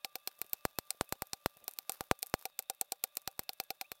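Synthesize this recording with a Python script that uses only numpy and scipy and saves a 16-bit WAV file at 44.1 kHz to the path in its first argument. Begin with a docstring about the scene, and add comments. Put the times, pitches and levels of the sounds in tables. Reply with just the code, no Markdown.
"""Bubble wrap popped close to one microphone in a quiet room with a faint hum and hiss.
From the first moment the bubbles burst, about nine a second: each a crack of tearing film, a puff of
escaping air and a short, hollow ring of the room. Between pops the sheet ticks and rustles in the
fingers, and a few faint rising squeaks are heard. The popping skips a beat near 1.5 s, then runs on
to the end at 4 s."""
import sys
import numpy as np
from scipy import signal
from scipy.fft import rfft, irfft, next_fast_len
from scipy.io import wavfile

SR = 44100
rng = np.random.default_rng(int(sys.argv[2]) if len(sys.argv) > 2 else 0)


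def put_to_file(sound):
    """Save the sound as 16-bit audio at rate SR, in the file named by the first command-line argument."""
    columns = np.atleast_2d(sound).T  # one column per channel
    safe = np.clip(columns, -1, 1)
    whole_steps = np.round(safe * 32767)
    wavfile.write(sys.argv[1], SR, whole_steps.astype(np.int16))


N = 176400
SIZE, LEAD = 4096, 128  # samples in one short event, and ahead of a crack's onset
HZ, T = np.fft.rfftfreq(SIZE, 1 / SR), np.arange(SIZE) / SR


def amp(db):
    """Decibels to gain."""
    return 10 ** (np.asarray(db) / 20)


def unit(x):
    """Scaled to rms 1."""
    return x / np.sqrt(np.mean(x ** 2) + 1e-20)


def along(points, hz):
    """A curve through (Hz, value) points, read on a log frequency axis."""
    freqs, values = np.transpose(points)
    return np.interp(np.log(hz + 1), np.log(freqs + 1), values)


def filtered(x, response):
    """x shaped by a gain that depends on frequency."""
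    padded = next_fast_len(N + SR // 2)
    return irfft(rfft(x, padded) * response(np.fft.rfftfreq(padded, 1 / SR)), padded)[:N]


def coloured(x, points):
    """x shaped by (Hz, dB) points, at rms 1."""
    return unit(filtered(x, lambda hz: amp(along(points, hz))))


def causal(db):
    """The minimum-phase response that has these gains on the HZ grid."""
    cepstrum = irfft(np.log(amp(db)))
    cepstrum[1:SIZE // 2] *= 2
    cepstrum[SIZE // 2 + 1:] = 0
    return np.exp(rfft(cepstrum))


def add(track, start_s, sound, lead=0):
    """Mix a sound in at a time, starting lead samples early."""
    first = max(round(start_s * SR) - lead, 0)
    part = track[first:first + len(sound)]
    part += sound[:len(part)]


# The hiss of the room. Each row: frequency in Hz, relative level in dB.
HISS_SPECTRUM = [(18, -43.5), (30, -1.5), (81, -23.5), (328, -16), (499, -18.5), (584, 3.5), (666, -6.5),
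                 (1040, -15), (1190, -7.5), (1320, -10), (2230, -12), (2540, -6.5), (2980, -9.5),
                 (3580, -6.5), (5900, -20), (13700, -12), (16000, -12.5)]
# The hum behind the sheet. Each row: frequency in Hz, rms level in dB, half-width in Hz.
HUM_LINES = [(146, -98.5, 16), (585, -85, 26), (752, -91.5, 88), (1180, -82.5, 2.4), (1656, -88.5, 4),
             (2160, -97.5, 3.3), (2490, -87.5, 4), (2636, -81.5, 9.1), (3000, -103, 2.49), (3455, -84, 10),
             (3700, -79, 90)]

def room_tone(hiss_db=-75, tone_hz=1188, tone_db=-76.5, tone_stop_s=2.47):
    """The room itself: faint hiss, narrow unsteady hum lines and one stronger tone that stops."""
    t = np.arange(N) / SR
    out = amp(hiss_db) * coloured(rng.standard_normal(N), HISS_SPECTRUM)
    for hz, db, width in HUM_LINES:
        line = filtered(rng.standard_normal(N), lambda f: 1 / (1 + ((f - hz) / width) ** 2))
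        out += amp(db) * unit(line)
    tone = amp(tone_db) * unit(np.sin(2 * np.pi * tone_hz * t))
    fade = np.clip((tone_stop_s - t) / 0.038, 0, 1)
    return out + tone * fade


# Faint squeaks. Each row: start and length in seconds, first and last pitch in Hz, peak level in dB.
SQUEAKS = [(0.743, 0.045, 2480, 2660, -66), (1.069, .022, 2470, 2660, -63), (3.835, .036, 2110, 2900, -58)]

def squeaks():
    """Thin tones that swell and glide upwards."""
    out = np.zeros(N)
    for start, length, first_hz, last_hz, db in SQUEAKS:
        hz = np.linspace(first_hz, last_hz, int(length * SR))
        add(out, start, amp(db) * np.hanning(len(hz)) * np.sin(2 * np.pi * np.cumsum(hz) / SR))
    return out


# Hands bumping the sheet. Each row: start in seconds, length in seconds, level in dB.
HAND_BUMPS = [(0.387, 0.0115, -70), (0.438, 0.019, -62.5), (0.944, 0.0078, -63), (1.017, 0.037, -64),
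              (1.149, 0.017, -63), (1.56, 0.023, -62), (1.583, 0.096, -68), (1.907, .04, -72),
              (3.407, 0.02, -65)]
# Their dull colour. Each row: frequency in Hz, relative level in dB.
BUMP_SPECTRUM = [(30, -15), (90, -10), (150, -2), (300, -9), (600, 4), (800, -3), (1300, -24), (3000, -12),
                 (8000, -45.5)]

def hand_bumps():
    """Soft, brief thuds of the hands taking a new grip."""
    level = np.zeros(N)
    for start, length, db in HAND_BUMPS:
        add(level, start, amp(db) * np.hanning(int(length * SR)))
    return level * coloured(rng.standard_normal(N), BUMP_SPECTRUM)


# Constant handling of the sheet. Each row: time in seconds, relative level in dB.
HANDLING = [(0.0, -76), (0.17, -73.5), (0.37, -69.5), (0.83, -70.5), (1.01, -69), (1.35, -71.5),
            (1.87, -68), (1.99, -63.5), (2.13, -76), (2.28, -67.5), (2.41, -70.5), (2.53, -79), (2.75, -79),
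            (3.1, -74), (4.0, -75)]
# The sheet sliding through the fingers. Each row: start and length in seconds, relative level in dB.
SLIDES = [(1.915, 0.043, -54.5), (2.02, 0.07, -72), (2.365, 0.1, -63)]
# The colour of the rustling plastic. Each row: frequency in Hz, relative level in dB.
SHEET_SPECTRUM = [(100, -16), (600, -0.5), (1200, 2.5), (2500, -5.5), (5000, -2), (8000, -7), (11000, -1),
                  (13700, 2), (16000, -5)]

def rustle(crinkles_per_s=530, spread_db=4.5, crinkle_db=-2.5, rub_db=-6.5):
    """Fine crinkles and rubbing, swelling when the fingers slide or let go after each pop."""
    level = amp(np.interp(np.arange(N) / SR, *np.transpose(HANDLING)))
    releases = [(pop[0] + 0.022, 0.036, -73.5) for pop in POPS]  # same columns as SLIDES
    for start, length, db in list(SLIDES) + releases:
        add(level, start, amp(db) * np.hanning(int(length * SR)))
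    sizes = amp(spread_db * np.minimum(rng.exponential(size=N), 4))
    onsets = rng.random(N) < crinkles_per_s / SR
    envelope = signal.fftconvolve(sizes * onsets, np.exp(-T / 0.0005))[:N]
    crinkles = amp(crinkle_db) * coloured(envelope * rng.standard_normal(N), SHEET_SPECTRUM)
    rubbing = amp(rub_db) * coloured(rng.standard_normal(N), SHEET_SPECTRUM)
    return level * (crinkles + rubbing)


# How fast the room's reflections die. Each row: frequency in Hz, seconds to fall by 60 dB.
REFLECTION_T60 = [(200, 0.034), (2000, 0.024), (6000, 0.042), (14000, 0.023)]
REFLECTION_DELAY_S = 0.0007  # behind the direct sound at the microphone

def reflections(colour_db):
    """Sound scattered back by the room, each frequency dying at its own speed."""
    hz, t, noise = signal.stft(rng.standard_normal(SIZE), SR, nperseg=64)
    decay = amp(-60 * t / along(REFLECTION_T60, hz)[:, None])
    tail = signal.istft(noise * decay, SR, nperseg=64)[1][:SIZE]
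    return irfft(rfft(tail / np.linalg.norm(tail)) * causal(colour_db))


# The room's resonances. Each row: frequency in Hz, relative level in dB, seconds to fall by 60 dB.
ROOM_MODES = [(378, -58, 0.012), (486, -55.5, 0.075), (534.4, -51.5, 0.059), (761, -39.5, 0.053),
              (780.6, -46, 0.072), (880, -53, 0.015), (1058, -48.5, 0.018), (1449, -54.5, 0.045),
              (2410, -45, 0.02), (4050, -53.5, 0.016), (4861, -60.5, .035), (5900, -45.5, 0.022)]

def room_ring(attack_s=0.00035, scatter_db=2.1):
    """The hollow ring of the room's modes, struck a little differently by each pop."""
    ring = np.zeros(SIZE)
    for hz, db, t60 in ROOM_MODES:
        envelope = amp(db + rng.normal(0, scatter_db) - 60 * T / t60)
        ring += envelope * np.sin(2 * np.pi * hz * T)
    return ring * (1 - np.exp(-T / attack_s))


def film_crack(colour_db, decay_s, evenness=0.67, gate_s=0.005):
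    """Plastic film tearing or snapping: a very short noise burst, its onset LEAD samples in."""
    spectrum = rfft(rng.standard_normal(SIZE) * np.exp(-T / decay_s))
    spectrum /= (np.abs(spectrum) + 1e-9) ** evenness  # flatten chance peaks and dips
    spectrum /= np.sqrt(np.mean(np.abs(spectrum) ** 2))
    burst = np.roll(irfft(spectrum * causal(colour_db)), LEAD)
    return burst * np.exp(-((T - LEAD / SR) / gate_s) ** 2)


# Creases snapping between the pops. Each row: start in seconds, relative level in dB.
CREASE_TICKS = [(0.3906, -35), (0.4649, -38), (0.4965, -35.5), (1.0921, -29.5), (1.2701, -35.5),
                (1.5706, -35.5), (1.6421, -31.5), (1.6918, -30), (1.712, -29), (1.7368, -29.5),
                (1.9206, -17.5), (2.1909, -30.5), (2.2233, -24), (2.2624, -29), (2.2688, -25.5),
                (2.2977, -35), (2.3923, -34.5), (2.426, -36), (2.6252, -31), (2.7486, -39), (2.847, -43.5),
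                (3.154, -30), (3.2179, -38), (3.3138, -39), (3.435, -34), (3.5331, -27.5), (3.6377, -30)]
# Their bright colour. Each row: frequency in Hz, relative level in dB.
TICK_SPECTRUM = [(200, -22), (700, -12), (2000, -12), (5000, -10), (8500, -3.5), (11000, 0), (14000, 4.5),
                 (16500, -14)]

def crease_ticks(gain_db=4.5, reflected_db=-9):
    """Small snaps of the creased sheet, each followed by weaker reflections."""
    out = np.zeros(N)
    for start, db in CREASE_TICKS:
        colour = gain_db + db + along(TICK_SPECTRUM, HZ)
        add(out, start, film_crack(colour, decay_s=0.00061), LEAD)
        add(out, start + REFLECTION_DELAY_S, reflections(colour + reflected_db))
    return out


def air_puff(push_s=0.00014, pull_s=0.00048, rebound_s=0.0044, gain_db=-3):
    """Escaping air: a pressure spike, a longer suction and a slow rebound as the air flows back."""
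    def lobe(peak_s):
        return T / peak_s * np.exp(1 - T / peak_s)
    blast = lobe(push_s) ** 1.44 - 0.68 * lobe(pull_s) ** 2.47
    rebound = lobe(rebound_s) ** 5
    backflow = 0.72 * blast.sum() * rebound / rebound.sum()  # 72 % of the moved air returns
    return amp(gain_db) * (blast - backflow)


# The colour of the tearing film. Each row: frequency in Hz, relative level in dB.
FILM_SPECTRUM = [(60, -31), (400, -4), (1000, -1.5), (1900, -12), (2400, -2), (2700, -4), (3100, -10),
                 (3750, -5), (4000, -3.5), (4250, 2.5), (4560, -8.5), (4780, -1.5), (5000, -5), (5200, -2),
                 (5800, -3.5), (6150, -8.5), (7000, -5), (8100, 2), (9200, -1.5), (10700, -8),
                 (12300, -5.5), (14000, 0), (15500, -8), (16500, -18.5)]
# The colour of a pop coming back from the room. Each row: frequency in Hz, relative level in dB.
REFLECTION_SPECTRUM = [(100, -23), (500, 6), (1100, 4.5), (1900, 0), (3100, -5), (4200, 3), (6200, -8.5),
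                       (7500, -2.5), (10500, -0.5), (13800, 7.5), (15500, 0), (16500, 2.5)]
# The bubbles bursting at the microphone. Each row: start in seconds; crack gain at 8 kHz in dB;
# its body (2.4 kHz), snap (4-5.5 kHz) and sparkle (12.5 kHz up) in dB against that gain;
# ring, reflection and puff gains in dB; +1 for pressure first or -1 for suction first.
POPS = [(0.047, -14, 14, 15.5, 5.5, -2.2, -19.5, -36.5, 1), (0.1556, -13.5, 11.5, 8, 7.6, -3, -24, -39, 1),
        (0.2748, -10, 8, 8.5, 8.5, -7.5, -19, -36, 1), (0.4163, -5.5, 6, -5.5, 7.5, -14, -24.5, -33, 1),
        (0.533, -6, 1.5, -1, 11, -14, -22, -29, 1), (0.6527, -6, -20, 3.5, 5.1, -9, -22, -10.5, 1),
        (0.7872, -5, -5.5, 5, 4, -28, -23.5, -16.5, 1), (0.906, -0.5, -3, 1.3, -2.5, -7.2, -21.5, -50, 1),
        (1.0108, -2.5, 0.8, -0.5, -9, -7, -21.5, -10.5, 1),
        (1.1247, -3.5, -9, -1.5, 4.0, -3, -23, -15.5, -1),
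        (1.2214, -7, -9, -1.5, 5, -4.5, -26.5, -19.5, -1), (1.3329, -5.5, -0.5, 7, -3, -4.5, -22, -26, -1),
        (1.4602, -7, 5.5, 6, 4.0, -26, -22, -9, 1), (1.6806, -9, -0.5, 4.5, 8, -12, -26, -48, 1),
        (1.7878, -10, 1.5, 4, 9.5, -15.5, -31.5, -58, 1),
        (1.8955, -1.5, 1.5, -3.5, -1.5, 1.5, -19, -34.5, 1),
        (2.0083, -8.5, -9, -1.5, 2.3, 1, -30, -20.5, -1), (2.113, -1, -1, -4.5, -5.6, 2.5, -22.5, -5, 1),
        (2.229, 1, -2, -2.5, -4, -3.7, -26, -43, 1), (2.3403, -8, -3, 6, 3.5, -6.5, -20, -8.5, 1),
        (2.4544, -7.5, 8, 2, 2.5, 1.8, -22, -47.5, 1), (2.591, -1.5, -1.5, -2.5, 2, -6.5, -18, -35, 1),
        (2.6993, -0.3, -4, -2.5, -5, 3, -22.5, -34.5, 1), (2.8128, 3.5, -7, -8, 0, -1, -21.5, -35.9, 1),
        (2.921, 0, -9.5, -0.4, -4, 0.3, -21.5, -36.5, 1), (3.0395, 3.5, -3, -3.5, 0.8, -2.7, -18, -38.5, 1),
        (3.1706, -2, -6, -1.7, 3, -14, -21, -38.1, 1), (3.2763, -7, 1, 6.5, 2.5, -0.5, -25, -23.5, -1),
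        (3.3934, -8.5, -5.5, 2.5, 8.5, -10, -23.5, -22, -1),
        (3.4927, -15, 14, 15, 11, -3.5, -23.5, -37.5, 1),
        (3.6011, -11.5, 11, 11.5, 10.5, -0.2, -21, -31.5, 1),
        (3.705, -17, 16.5, 14.5, 14, 1.2, -22, -34.6, 1),
        (3.8125, -10.5, 11.5, 9, 3.0, 0.5, -20.5, -47.5, 1),
        (3.918, -15.5, 15, 5, 9, -14.5, -26.5, -30.5, 1)]

def bubble_pops(crack_gain_db=-1, low_db=-11, reflection_gain_db=2.5):
    """Each bubble bursts: the film cracks, the air puffs out, the room rings and reflects."""
    out = np.zeros(N)
    for start, db, body_db, snap_db, sparkle_db, ring_db, reflected_db, puff_db, sign in POPS:
        tilt = [(900, low_db + 0.05 * db), (2400, db + body_db), (4000, db + snap_db),
                (5500, db + snap_db), (7200, db), (9800, db), (12500, db + sparkle_db)]
        crack_colour = crack_gain_db + along(FILM_SPECTRUM, HZ) + along(tilt, HZ)
        room_colour = reflection_gain_db + reflected_db + along(REFLECTION_SPECTRUM, HZ)
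        add(out, start, film_crack(crack_colour, decay_s=0.00045), LEAD)
        add(out, start, sign * amp(puff_db) * air_puff() + amp(ring_db) * room_ring())
        add(out, start + REFLECTION_DELAY_S, reflections(room_colour))
    return out


def scene():
    """The sheet up close and the room behind it, at one microphone."""
    return (bubble_pops() + crease_ticks() + rustle() + hand_bumps() + squeaks() + room_tone())[None]


def record(dry):
    """A mono recorder that cuts off steeply above its band limit."""
    top_hz = 16400
    return filtered(dry[0], lambda hz: 1 / np.sqrt(1 + (hz / top_hz) ** 200))[None]


dry = scene()
out = record(dry)
put_to_file(out)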